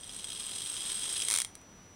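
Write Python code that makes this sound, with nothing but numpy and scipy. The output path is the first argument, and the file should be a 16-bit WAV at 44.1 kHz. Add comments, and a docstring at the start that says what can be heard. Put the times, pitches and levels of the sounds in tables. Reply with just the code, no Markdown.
"""Stick stops a clockwork fan fly

A brass gear train runs up on a bench: teeth ring the brass, rubbing metal hisses, arbors knock in their pivots.
A wooden stick is lowered into the fan fly: grazes, then a dozen or so slaps (struck decaying modes); the train stops.
Two small ticks follow as the fly settles. Filtered noise and a sine make the room noise and a thin steady whine."""
import sys
import numpy as np
from scipy import signal
from scipy.fft import rfft, irfft
from scipy.io import wavfile

SR = 44100
rng = np.random.default_rng(int(sys.argv[2]) if len(sys.argv) > 2 else 0)


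def wrap_up_sound(samples):
    """Save the sound to the file named by the first command line argument, as 16-bit audio."""
    columns = np.atleast_2d(samples).T
    # keep every value between -1 and 1, then stretch to whole-number steps
    tamed = np.clip(columns, -1, 1)
    steps = np.round(tamed * 32767).astype(np.int16)
    wavfile.write(sys.argv[1], SR, steps)


N = 85995
TIME_S = np.arange(N) / SR
BINS_HZ = np.fft.rfftfreq(2 * N, 1 / SR)  # zero-padded to 2N


def from_db(db):
    """Decibels to amplitude gain."""
    return 10 ** (np.asarray(db) / 20)


def rms_one(x):
    """Scale to unit rms."""
    return x / np.sqrt(np.mean(x ** 2) + 1e-20)


def curve(table):
    """Interpolate a (time, value) table at every sample."""
    return np.interp(TIME_S, *np.transpose(table))


def colour(x, spectrum):
    """Filter by a smooth spectrum, keeping the power of white noise."""
    hz, db = np.transpose(spectrum)
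    gain_db = np.interp(np.log(BINS_HZ + 1), np.log(hz), db)
    gain = rms_one(from_db(gain_db))
    return irfft(rfft(x, 2 * N) * gain)[:N]


def clicks(times_s, db):
    """One impulse for each contact."""
    out = np.zeros(N)
    samples = np.round(np.asarray(times_s) * SR).astype(int)
    np.add.at(out, np.clip(samples, 0, N - 1), from_db(db))
    return out


def pole_radius(t60_s):
    """Per-sample decay that falls 60 dB in t60."""
    return from_db(-60 / (t60_s * SR))


def ring(x, hz, t60_s):
    """Two-pole resonator: a unit click starts a decaying sine of initial height 1."""
    r, w = pole_radius(t60_s), 2 * np.pi * hz / SR
    return signal.lfilter([0, np.sin(w)], [1, -2 * r * np.cos(w), r * r], x + 1e-18)


def bursts(hits, t60_s):
    """White noise under an exponential decay after each impulse."""
    envelope = signal.lfilter([1], [1, -pole_radius(t60_s)], hits + 1e-18)
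    return envelope * rng.standard_normal(N)


# fan fly speed: t/s, speed/(turns/s)
FLY_SPEED = [(0, 28), (.4, 43), (1.3, 54), (1.41, 31), (1.47, 0)]
# relative force in the train: t/s, level/dB
TRAIN_FORCE = [(0, -9), (.09, -8), (.14, -4), (.32, -3), (.62, -1), (.9, 1), (1.12, 2), (1.19, 2.5),
               (1.275, 1), (1.34, 4.5), (1.412, 2), (1.435, -10), (1.47, -36)]
# spectrum of sliding teeth and pivots: f/Hz, relative density/dB
FRICTION = [(200, -18), (380, -1.5), (600, -11.5), (1200, -6), (2300, -7), (3000, 1), (4100, 4.5),
            (4600, -8), (5150, -1.5), (6700, -3), (8600, 1), (10700, 2.5), (12300, -17), (15500, -18)]
CLASHES_PER_TURN = 4
TURN_SWELL_DB = 1  # mesh tightens once a turn
TEETH_LOW_DB, TEETH_HIGH_DB, TOOTH_SPREAD_DB = -38.5, -31.5, 5
MAX_GRITS_PER_S, GRIT_SPREAD_DB, GRIT_T60_S = 700, 0.5, 0.0089  # rate at top speed
GRIT_DB, RUB_DB = -45, -48.5


def running_train():
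    """Teeth clash at a rate set by the fly and ring the brass; metal rubs and slips in tiny bursts."""
    speed = curve(FLY_SPEED)
    turns = np.cumsum(speed) / SR
    force = from_db(curve(TRAIN_FORCE) + TURN_SWELL_DB * np.sin(2 * np.pi * turns))

    slip_sizes = from_db(GRIT_SPREAD_DB * np.minimum(rng.exponential(1, N), 3))
    slip_chance = MAX_GRITS_PER_S * speed / speed.max() / SR
    slips = slip_sizes * (rng.random(N) < slip_chance)
    grit = from_db(GRIT_DB) * rms_one(bursts(slips, GRIT_T60_S))
    rub = from_db(RUB_DB) * rng.standard_normal(N)
    friction = colour(force * (grit + rub), FRICTION)

    clash_count = int(turns[-1] * CLASHES_PER_TURN)
    late, low, high = rng.uniform(-1, 1, (clash_count, 3)).T
    clash_turns = (np.arange(clash_count) + .5 * late) / CLASHES_PER_TURN
    times_s = np.interp(clash_turns, turns, TIME_S)
    low_hits = force * clicks(times_s, TEETH_LOW_DB + TOOTH_SPREAD_DB * low)
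    high_hits = force * clicks(times_s, TEETH_HIGH_DB + TOOTH_SPREAD_DB * high)
    return friction + brass(low_hits, high_hits)


# modes of wheels and plates: f/Hz, level/dB, t60/s
BRASS_MODES = [(3247, -13.5, 0.058), (3295, -9, 0.039), (3655, -15, 0.031), (3820, -25.5, 0.014),
               (5030, -10, 0.019), (5990, -13.5, 0.018), (7800, -34, 0.0095), (8385, -10, 0.033),
               (8407, -12.5, 0.032), (8540, -21.5, 0.034), (8850, -25, .02), (9200, -33, 0.073),
               (10280, -22.5, 0.021)]
SPLIT_HZ = 6500


def brass(low_hits, high_hits):
    """Wheels and plates ring; modes below and above SPLIT_HZ are struck separately."""
    total = 0
    for hz, db, t60_s in BRASS_MODES:
        hits = low_hits if hz < SPLIT_HZ else high_hits
        total = total + from_db(db) * ring(hits, hz, t60_s)
    return light(total)


LIGHT_LOW_HZ = 2330


def light(x):
    """High-pass: light contacts hardly move the frame at low frequencies."""
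    return signal.sosfilt(signal.butter(2, LIGHT_LOW_HZ, "high", fs=SR, output="sos"), x)


# vane on stick: t/s, relative snap level/dB, brass strike level/dB
SLAPS = [(1.2852, -8.5, -25), (1.3016, -10, -49), (1.3114, -8, -31), (1.3200, -9, -48), (1.3298, -11, -35),
         (1.3396, -7, -44), (1.3510, -10.5, -31), (1.3612, -8, -39), (1.374, -11, -50), (1.3866, -8.5, -35),
         (1.4019, -10.5, -29), (1.4183, -10, -35), (1.4478, -16.5, -29.5), (1.5533, -26, -51),
         (1.6149, -43, -62)]
# modes of vane and stick together: f/Hz, relative level/dB, t60/s
VANE_MODES = [(980, -24, 0.0032), (2210, -18.5, 0.0065), (3990, -13.5, 0.0031), (6100, -8.5, 0.0025),
              (7280, -14, 0.0059), (8860, -3.5, 0.0032), (10540, -5, 0.0017), (14400, -11.5, 0.00052)]
SNAP_DB = -1
BUZZ_DB, BUZZ_T60_S, BUZZ_DELAY_S = -20.5, 0.011, .0005
THUD_DB, THUD_T60_S = -27.5, 0.021
THUD_LOW_HZ, THUD_HIGH_HZ = 306, 2420
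SLAP_HIGH_RING_DB = -7  # wood excites high modes less


def vane_slaps():
    """Each slap: dry modal snap, short buzz of vane on wood, soft noise thud, ring of the movement."""
    times_s, snap_db, ring_db = np.transpose(SLAPS)
    hits = clicks(times_s, snap_db)
    buzz = bursts(clicks(times_s + BUZZ_DELAY_S, snap_db), BUZZ_T60_S)
    contact = hits + from_db(BUZZ_DB) * buzz
    snap = 0
    for k, (hz, db, t60_s) in enumerate(VANE_MODES):
        snap = snap + (-1) ** k * from_db(db) * ring(contact, hz, t60_s)  # alternate polarity
    thud_band = signal.butter(2, (THUD_LOW_HZ, THUD_HIGH_HZ), "band", fs=SR, output="sos")
    thud = signal.sosfilt(thud_band, bursts(hits, THUD_T60_S))
    movement = brass(clicks(times_s, ring_db), clicks(times_s, ring_db + SLAP_HIGH_RING_DB))
    return from_db(SNAP_DB) * snap + from_db(THUD_DB) * thud + movement


# arbors in their pivots: t/s, relative low-mode level/dB, relative high-mode level/dB
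KNOCKS = [(0.034, -40.5, -57), (0.094, -35.5, -61), (.147, -48, -37), (.165, -44, -38), (.2435, -32, -27.5),
          (.303, -31.5, -35), (.321, -32, -48), (.359, -35.5, -40), (.406, -34, -51), (.466, -48, -27),
          (.512, -37, -29.5), (0.535, -40, -49), (0.562, -46, -35), (.584, -33, -47), (.619, -35, -28),
          (.661, -34, -31), (0.699, -35, -27), (.767, -29.5, -42), (0.806, -33.5, -28.5), (0.918, -31, -31),
          (0.953, -49, -25), (1.035, -30.5, -54), (1.06, -33.5, -38), (1.092, -31, -38.5),
          (1.127, -46, -23.5), (1.170, -26, -41), (1.18, -53, -30.5), (1.201, -27, -46),
          (1.222, -24.5, -48), (1.25, -46, -21.5), (1.410, -29, -41.5)]
KNOCK_DB, KNOCK_SCRAPE_DB, KNOCK_SCRAPE_T60_S = 3.5, -8.5, .016


def pivot_knocks():
    """Each knock strikes low and high brass modes unequally and scrapes briefly."""
    times_s, low_db, high_db = np.transpose(KNOCKS)
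    low_hits, high_hits = clicks(times_s, low_db), clicks(times_s, high_db)
    scrape = light(colour(bursts(low_hits, KNOCK_SCRAPE_T60_S), FRICTION))
    return from_db(KNOCK_DB) * brass(low_hits, high_hits) + from_db(KNOCK_SCRAPE_DB) * scrape


# vanes first graze the stick's tip: t/s, level/dB
GRAZES = [(1.166, -30), (1.176, -37), (1.200, -33.5), (1.22, -27.5)]
GRAZE_T60_S = 0.025
SQUEAK_HZ, SQUEAK_T60_S, SQUEAK_DB = 9940, 0.068, -21.5


def vane_grazes():
    """Brief noise rubs of brass on wood, driving one high resonance."""
    rub = bursts(clicks(*np.transpose(GRAZES)), GRAZE_T60_S)
    squeak = from_db(SQUEAK_DB) * ring(rub, SQUEAK_HZ, SQUEAK_T60_S)
    return light(colour(rub, FRICTION)) + squeak


ROOM_DB, ROOM_T60_S, ROOM_DELAY_S = -12, 0.21, .002


def room(x):
    """Diffuse tail from bench and walls: convolution with decaying noise of unit energy."""
    decay = from_db(-60 * TIME_S / ROOM_T60_S) * (TIME_S > ROOM_DELAY_S)
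    tail = rng.standard_normal(N) * decay
    return from_db(ROOM_DB) * signal.fftconvolve(x, tail / np.linalg.norm(tail))[:N]


# room noise spectrum: f/Hz, relative density/dB
FLOOR_SPECTRUM = [(20, -7), (45, 3.5), (65, -8.5), (92, 5), (125, -3), (190, 1.5), (400, -7), (1000, -10),
                  (3000, -17.5), (7000, -24.5), (10500, -27), (15500, -35)]
# room noise: t/s, level/dB
FLOOR_LEVEL = [(0, -56), (1.68, -56), (1.78, -55.5), (1.95, -56.5)]
WHINE_HZ, WHINE_RMS_DB = 5893, -61


def background():
    """Coloured room noise and a thin electrical whine, a steady sine."""
    noise = from_db(curve(FLOOR_LEVEL)) * colour(rng.standard_normal(N), FLOOR_SPECTRUM)
    whine = np.sqrt(2) * np.sin(2 * np.pi * WHINE_HZ * TIME_S)  # unit rms
    return noise + from_db(WHINE_RMS_DB) * whine


def scene():
    """The movement, close up in a small room."""
    clock = running_train() + vane_slaps() + pivot_knocks() + vane_grazes()
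    return (clock + room(clock) + background())[None]


NOTCH_HZ, NOTCH_WIDTH_HZ = 11850, 840  # width of each of two passes
CUTOFF_HZ = 15800


def record(dry):
    """Microphone response: a notch applied twice, then a steep low-pass."""
    notch = signal.iirnotch(NOTCH_HZ, NOTCH_HZ / NOTCH_WIDTH_HZ, fs=SR)
    notched = signal.lfilter(*notch, signal.lfilter(*notch, dry))
    return signal.sosfilt(signal.ellip(10, .3, 70, CUTOFF_HZ, fs=SR, output="sos"), notched)


dry = scene()
out = record(dry)
wrap_up_sound(out)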